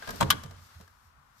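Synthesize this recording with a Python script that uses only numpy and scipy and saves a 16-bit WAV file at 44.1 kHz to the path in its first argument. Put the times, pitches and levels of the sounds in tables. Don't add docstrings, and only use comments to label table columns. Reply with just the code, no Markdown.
import sys
import numpy as np
from scipy import signal
from scipy.fft import rfft, irfft
from scipy.io import wavfile

SR = 44100
rng = np.random.default_rng(int(sys.argv[2]) if len(sys.argv) > 2 else 0)


def dump_mix(stems):
    frames = np.atleast_2d(stems).T
    limited = np.clip(frames, -1, 1)
    pcm = np.round(limited * 32767).astype(np.int16)
    wavfile.write(sys.argv[1], SR, pcm)


N = 61740

# (frequency [Hz], likeness [-1 to 1])
EAR_LIKENESS = [(60, .95), (130, 1), (300, 0.33), (600, 0.22), (1200, 0.02), (5000, -0.13), (12000, .3)]
# (frequency [Hz], left minus right [dB])
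NEAR_SIDES = [(60, -4), (200, -0.5), (700, 2.5), (1300, 3.6), (2400, 2), (4400, 8.5), (8000, -0.5),
              (15000, -1)]
# (frequency [Hz], level [dB])
HISS_COLOUR = [(20, -12), (70, 7.5), (180, -10), (300, -21), (500, -18), (750, -8), (1000, -1.5),
               (1230, -3), (1600, -7.5), (2200, -13.5), (6000, -23.5), (16000, -32)]
# (frequency [Hz], left minus right [dB])
HISS_SIDES = [(100, -6), (700, -2.5), (1290, 16), (2400, 6), (4400, 1.5), (8000, -6)]
# (time [s], level [dB])
SLEEVE_LEVELS = [(0, -53), (0.06, -46.5), (0.12, -48.5), (0.2, -48), (0.27, -47.5), (0.4, -58.5),
                 (0.48, -73), (0.56, -59.5), (0.639, -62.5), (0.75, -59), (0.79, -65), (0.83, -63),
                 (0.9, -74), (1.049, -77), (1.14, -79.5), (1.34, -77), (1.39, -71)]
# (frequency [Hz], level [dB])
SLEEVE_COLOUR = [(200, -12.5), (500, -9), (900, 4), (1500, 4.5), (2400, -3), (4500, -4.5), (7000, -11.5),
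                 (12700, -20), (16000, -29)]
# (time [s], level [dB])
BELT_LEVELS = [(0, -64), (0.17, -52.5), (0.28, -62), (0.4, -64.5), (0.48, -72), (0.57, -70), (0.64, -61.5),
               (0.72, -66), (0.79, -65.5), (0.82, -65.5), (0.87, -71.5), (0.98, -73.5), (1.07, -69.5),
               (1.14, -83), (1.34, -76.5), (1.39, -64.5)]
# (frequency [Hz], level [dB])
BELT_COLOUR = [(500, -10), (2000, -8.5), (5500, 6.5), (8500, -0.5), (10500, -2.5), (12800, 3.5),
               (15000, -7), (16000, -13)]
# (time [s], level [dB])
BODY_LEVELS = [(0, -57), (0.07, -66.5), (0.088, -42.5), (0.188, -47.5), (0.225, -42), (0.291, -36),
               (0.34, -39), (0.401, -49), (0.5, -52.5), (0.62, -61), (0.719, -68), (0.83, -65.5),
               (0.95, -74), (1.4, -70.5)]
# (frequency [Hz], level [dB])
BODY_COLOUR = [(20, -12.5), (45, 4.5), (85, 6.5), (150, -2), (240, -1.5), (330, -13), (600, -12.5),
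               (1000, -23.5), (3000, -52.5)]
# (time [s], level [dB], brightness [dB/octave], ring [dB])
LIGHT_TAPS = [(0.0223, -43.5, -1, 5), (0.0742, -36.5, 0, -3.5), (0.081, -40.5, -42, -10),
              (0.0897, -33, -0.5, 1), (0.1054, -35.5, 3.5, -2), (0.134, -40, -12, -25),
              (0.1575, -43.5, 6.5, -42), (0.4352, -40.5, 2, -23), (0.4594, -49, -0.5, -42),
              (0.5087, -46.5, 0.5, -36), (0.8005, -51, -2.5, -12), (0.81, -51.5, 2, -46),
              (0.821, -69, 0, -14), (0.8764, -58, 3, 0)]
# (frequency [Hz], level [dB])
LIGHT_TAP_COLOUR = [(150, -21), (450, 9), (900, 4), (1600, -2.5), (2400, -6), (5500, -6), (8000, -9.5),
                    (10500, -17.5), (12500, -7.5), (16000, -30)]
# (pitch [Hz], level [dB], fade [s])
TONGUE_NOTES = [(1230, -11, 0.12), (1555, -10, 0.15), (1610, -5.5, 0.15), (1630, -5.5, 0.045),
                (4970, -20, 0.027)]
# (time [s], level [dB], pitch [Hz], fade [s])
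CABIN_THUDS = [(0.086, -52, 99, 0.18), (0.128, -65, 119, 0.045), (0.186, -54, 86.5, 0.09),
               (0.217, -21.5, 132.8, 0.28), (0.245, -26, 83.5, 0.29), (0.281, -37, 127.4, 0.14),
               (0.311, -26.5, 176.7, 0.066), (0.334, -33.5, 89.5, 0.12), (0.444, -22.5, 143, 0.056),
               (0.467, -40.5, 89.9, 0.47), (0.552, -43.5, 85.8, 0.35), (0.749, -36.5, 81.4, 0.18),
               (0.797, -33.5, 188.7, 0.05), (0.813, -48.5, 89, 0.29), (1.039, -49.5, 83, 0.24),
               (1.178, -51.5, 137.6, 0.11)]
# (time [s], level [dB], brightness [dB/octave], ring [dB])
KNOCKS = [(0.2043, -29, -1.5, -7.5), (0.2075, -28, 6.5, -11), (0.2090, -26, 1.5, 2.5), (0.2175, -26, -2, 5),
          (0.2265, -20.5, -1.5, -17)]
# (frequency [Hz], level [dB])
KNOCK_COLOUR = [(150, 15.5), (350, -7.5), (600, -2), (1100, -3), (1600, 3), (2400, -4), (3300, -1),
                (5000, -10), (8000, -9), (10500, -19), (13000, -16.5), (16000, -36)]
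# (pitch [Hz], level [dB], fade [s])
CASE_NOTES = [(334, -10, .17), (420, -11, .14), (535, -5, .07), (750, -14, .07), (954, -2, .07),
              (1086, -3, .06), (1148, -4, .06), (1500, -13, .04), (1598, -15, .08), (3250, -17, .025)]
# (time [s], level [dB], brightness [dB/octave], ring [dB])
SNAPS = [(0.3027, -17, 1, -7.5), (0.3047, -17.5, 2.5, -3.5), (0.3074, -21, 5.5, -1.5),
         (0.3142, -30, -0.5, 2.5), (0.3245, -28.5, -3.5, -13), (0.3312, -32.5, -6.5, -5)]
# (frequency [Hz], level [dB])
SNAP_COLOUR = [(150, -14.5), (500, -13), (850, -22.5), (1150, -8), (1600, 5.5), (2500, -8.5), (3100, 3),
               (3500, -0.5), (4200, -6), (7000, -7), (9500, -13), (11800, -4), (14000, -15.5),
               (16000, -30.5)]
# (pitch [Hz], level [dB], fade [s])
STEEL_NOTES = [(1095, -5, .04), (1150, -2, .05), (1478, -9, .08), (1594, -7, .07), (1660, -8, .03),
               (2077, -8, .03), (3080, -7, .02), (3272, -6, .045), (3680, -12, .035), (4082, -10, .035),
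               (4930, -15, .03), (5800, -15, .025), (10200, -17, .02), (11750, -11, .015)]
# (frequency [Hz], fade [s])
ECHO_FADES = [(100, 0.21), (500, 0.13), (1400, 0.72), (3000, 0.57), (8000, 0.93), (15000, .3)]
# (frequency [Hz], level [dB])
ECHO_COLOUR = [(100, -1.5), (500, -8.5), (1150, -20), (1600, -19.5), (3000, -26.5), (8000, -26.5),
               (15000, -40)]


def amp(db):
    return 10 ** (np.asarray(db) / 20)


def read(table, hz):
    freqs, values = np.transpose(table)
    return np.interp(np.log(hz + 1), np.log(freqs + 1), values)


def loudness(table):
    return amp(np.interp(np.arange(N) / SR, *np.transpose(table)))


def pan(db):
    return amp(np.array([[.5], [-.5]]) * db)


def add(mix, start_s, sound):
    part = mix[:, max(round(start_s * SR), 0):][:, :sound.shape[1]]
    part += sound[:, :part.shape[1]]


def two_ears(noise):
    hz = np.fft.rfftfreq(noise.shape[1], 1 / SR)
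    left, other = rfft(noise)
    alike = np.clip(read(EAR_LIKENESS, hz), -1, 1)
    return hz, np.array([left, alike * left + np.sqrt(1 - alike ** 2) * other])


def noise_bands(size):
    hz, spectrum = two_ears(rng.standard_normal((2, size)))
    centres = np.geomspace(150, 16000, 36)
    for centre, pick in zip(centres, np.eye(len(centres))):
        band = np.sqrt(np.interp(hz, centres, pick, left=0))
        yield centre, centre / centres.sum(), irfft(spectrum * band, size)


def steady_noise(colour, sides, grain_db=0):
    grains = np.minimum(rng.exponential(1, N // 32 + 1), 4)
    grit = amp(grain_db * np.repeat(grains, 32)[:N])
    hz, spectrum = two_ears(rng.standard_normal((2, N)) * grit)
    noise = irfft(spectrum * amp(read(colour, hz)) * pan(read(sides, hz)), N)
    return noise / np.sqrt(np.mean(noise ** 2) + 1e-20)


def hiss():
    return amp(-62.5) * steady_noise(HISS_COLOUR, HISS_SIDES)


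def rustle():
    sleeves = steady_noise(SLEEVE_COLOUR, NEAR_SIDES, grain_db=1) * loudness(SLEEVE_LEVELS)
    belt = steady_noise(BELT_COLOUR, NEAR_SIDES, grain_db=1) * loudness(BELT_LEVELS)
    return sleeves + belt


def body_shift():
    return steady_noise(BODY_COLOUR, NEAR_SIDES) * loudness(BODY_LEVELS)


def ringing(scrape, hz, fade_s):
    near_pitch = signal.butter(2, [hz / 1.45, hz * 1.45], "bandpass", fs=SR, output="sos")
    step = np.exp((2j * np.pi * hz - np.log(1000) / fade_s) / SR)
    ring = signal.lfilter([1], [1, -step], signal.sosfilt(near_pitch, scrape)).imag
    return ring / np.linalg.norm(ring, axis=1, keepdims=True)


def strikes(hits, colour, notes, rise_s, low_fade_s, high_fade_s, scrape_s):
    out, t = np.zeros((2, N)), np.arange(6144) / SR
    rise, scatter = 1 - np.exp(-t / rise_s), []
    for hz, share, noise in noise_bands(len(t)):
        fade_s = read([(1000, low_fade_s), (12000, high_fade_s)], hz)
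        shape = rise * amp(-60 * t / fade_s)
        burst = noise * shape
        burst *= np.linalg.norm(shape) / np.linalg.norm(burst, axis=1, keepdims=True)
        scatter.append((hz, share, pan(read(NEAR_SIDES, hz)) * burst))
    centres, shares, bursts = map(np.array, zip(*scatter))
    for start_s, db, brightness, ring_db in hits:
        gains = np.sqrt(shares) * amp(read(colour, centres) + brightness * np.log2(centres))
        crack = np.tensordot(gains / np.linalg.norm(gains), bursts, 1)
        _, spectrum = two_ears(rng.standard_normal((2, len(t))))
        scrape = irfft(spectrum) * rise * np.exp(-t / scrape_s)
        ring = 0
        for hz, note_db, fade_s in notes:
            lift_db = 0.45 * brightness * np.log2(hz / notes[0][0])
            ring += pan(read(NEAR_SIDES, hz)) * amp(note_db + lift_db) * ringing(scrape, hz, fade_s)
        ring *= amp(ring_db) * np.linalg.norm(crack[0])
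        add(out, start_s, amp(db) * (crack + ring))
    return out


def tongue_taps():
    return strikes(LIGHT_TAPS, LIGHT_TAP_COLOUR, TONGUE_NOTES,
                   rise_s=.0008, low_fade_s=.055, high_fade_s=.027, scrape_s=.003)


def cabin_thuds():
    rise_s, overtone_ratio = 0.01, 1.65
    out, t = np.zeros((2, N)), np.arange(SR // 2) / SR
    for start_s, db, hz, fade_s in CABIN_THUDS:
        phase = 2 * np.pi * hz * t
        tone = np.sin(phase) + amp(-15) * np.sin(overtone_ratio * phase)
        rise = 1 - np.exp(-(t / rise_s) ** 2)
        add(out, start_s, pan(-3) * tone * rise * amp(db - 60 * t / fade_s))
    return signal.sosfilt(signal.butter(3, 68.9, "highpass", fs=SR, output="sos"), out)


def slot_knocks():
    return strikes(KNOCKS, KNOCK_COLOUR, CASE_NOTES,
                   rise_s=.0006, low_fade_s=.042, high_fade_s=.039, scrape_s=.0012)


def latch_snap():
    return strikes(SNAPS, SNAP_COLOUR, STEEL_NOTES,
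                   rise_s=.00015, low_fade_s=.034, high_fade_s=.025, scrape_s=.0008)


def cabin_echo(sound):
    t, tail = np.arange(SR // 2) / SR, 0
    for hz, share, noise in noise_bands(len(t)):
        fading = noise * amp(-60 * t / read(ECHO_FADES, hz))
        tail += amp(read(ECHO_COLOUR, hz)) * np.sqrt(share) * fading / np.linalg.norm(fading[0])
    return signal.fftconvolve(sound, tail, axes=1)[:, :N]


def scene():
    clicks = tongue_taps() + slot_knocks() + latch_snap()
    return clicks + cabin_echo(clicks) + cabin_thuds() + body_shift() + rustle() + hiss()


def record(dry):
    treble_cut = signal.firwin(255, 15700, window=("kaiser", 9), fs=SR)
    return signal.oaconvolve(dry, treble_cut[None], "same")


dry = scene()
out = record(dry)
dump_mix(out)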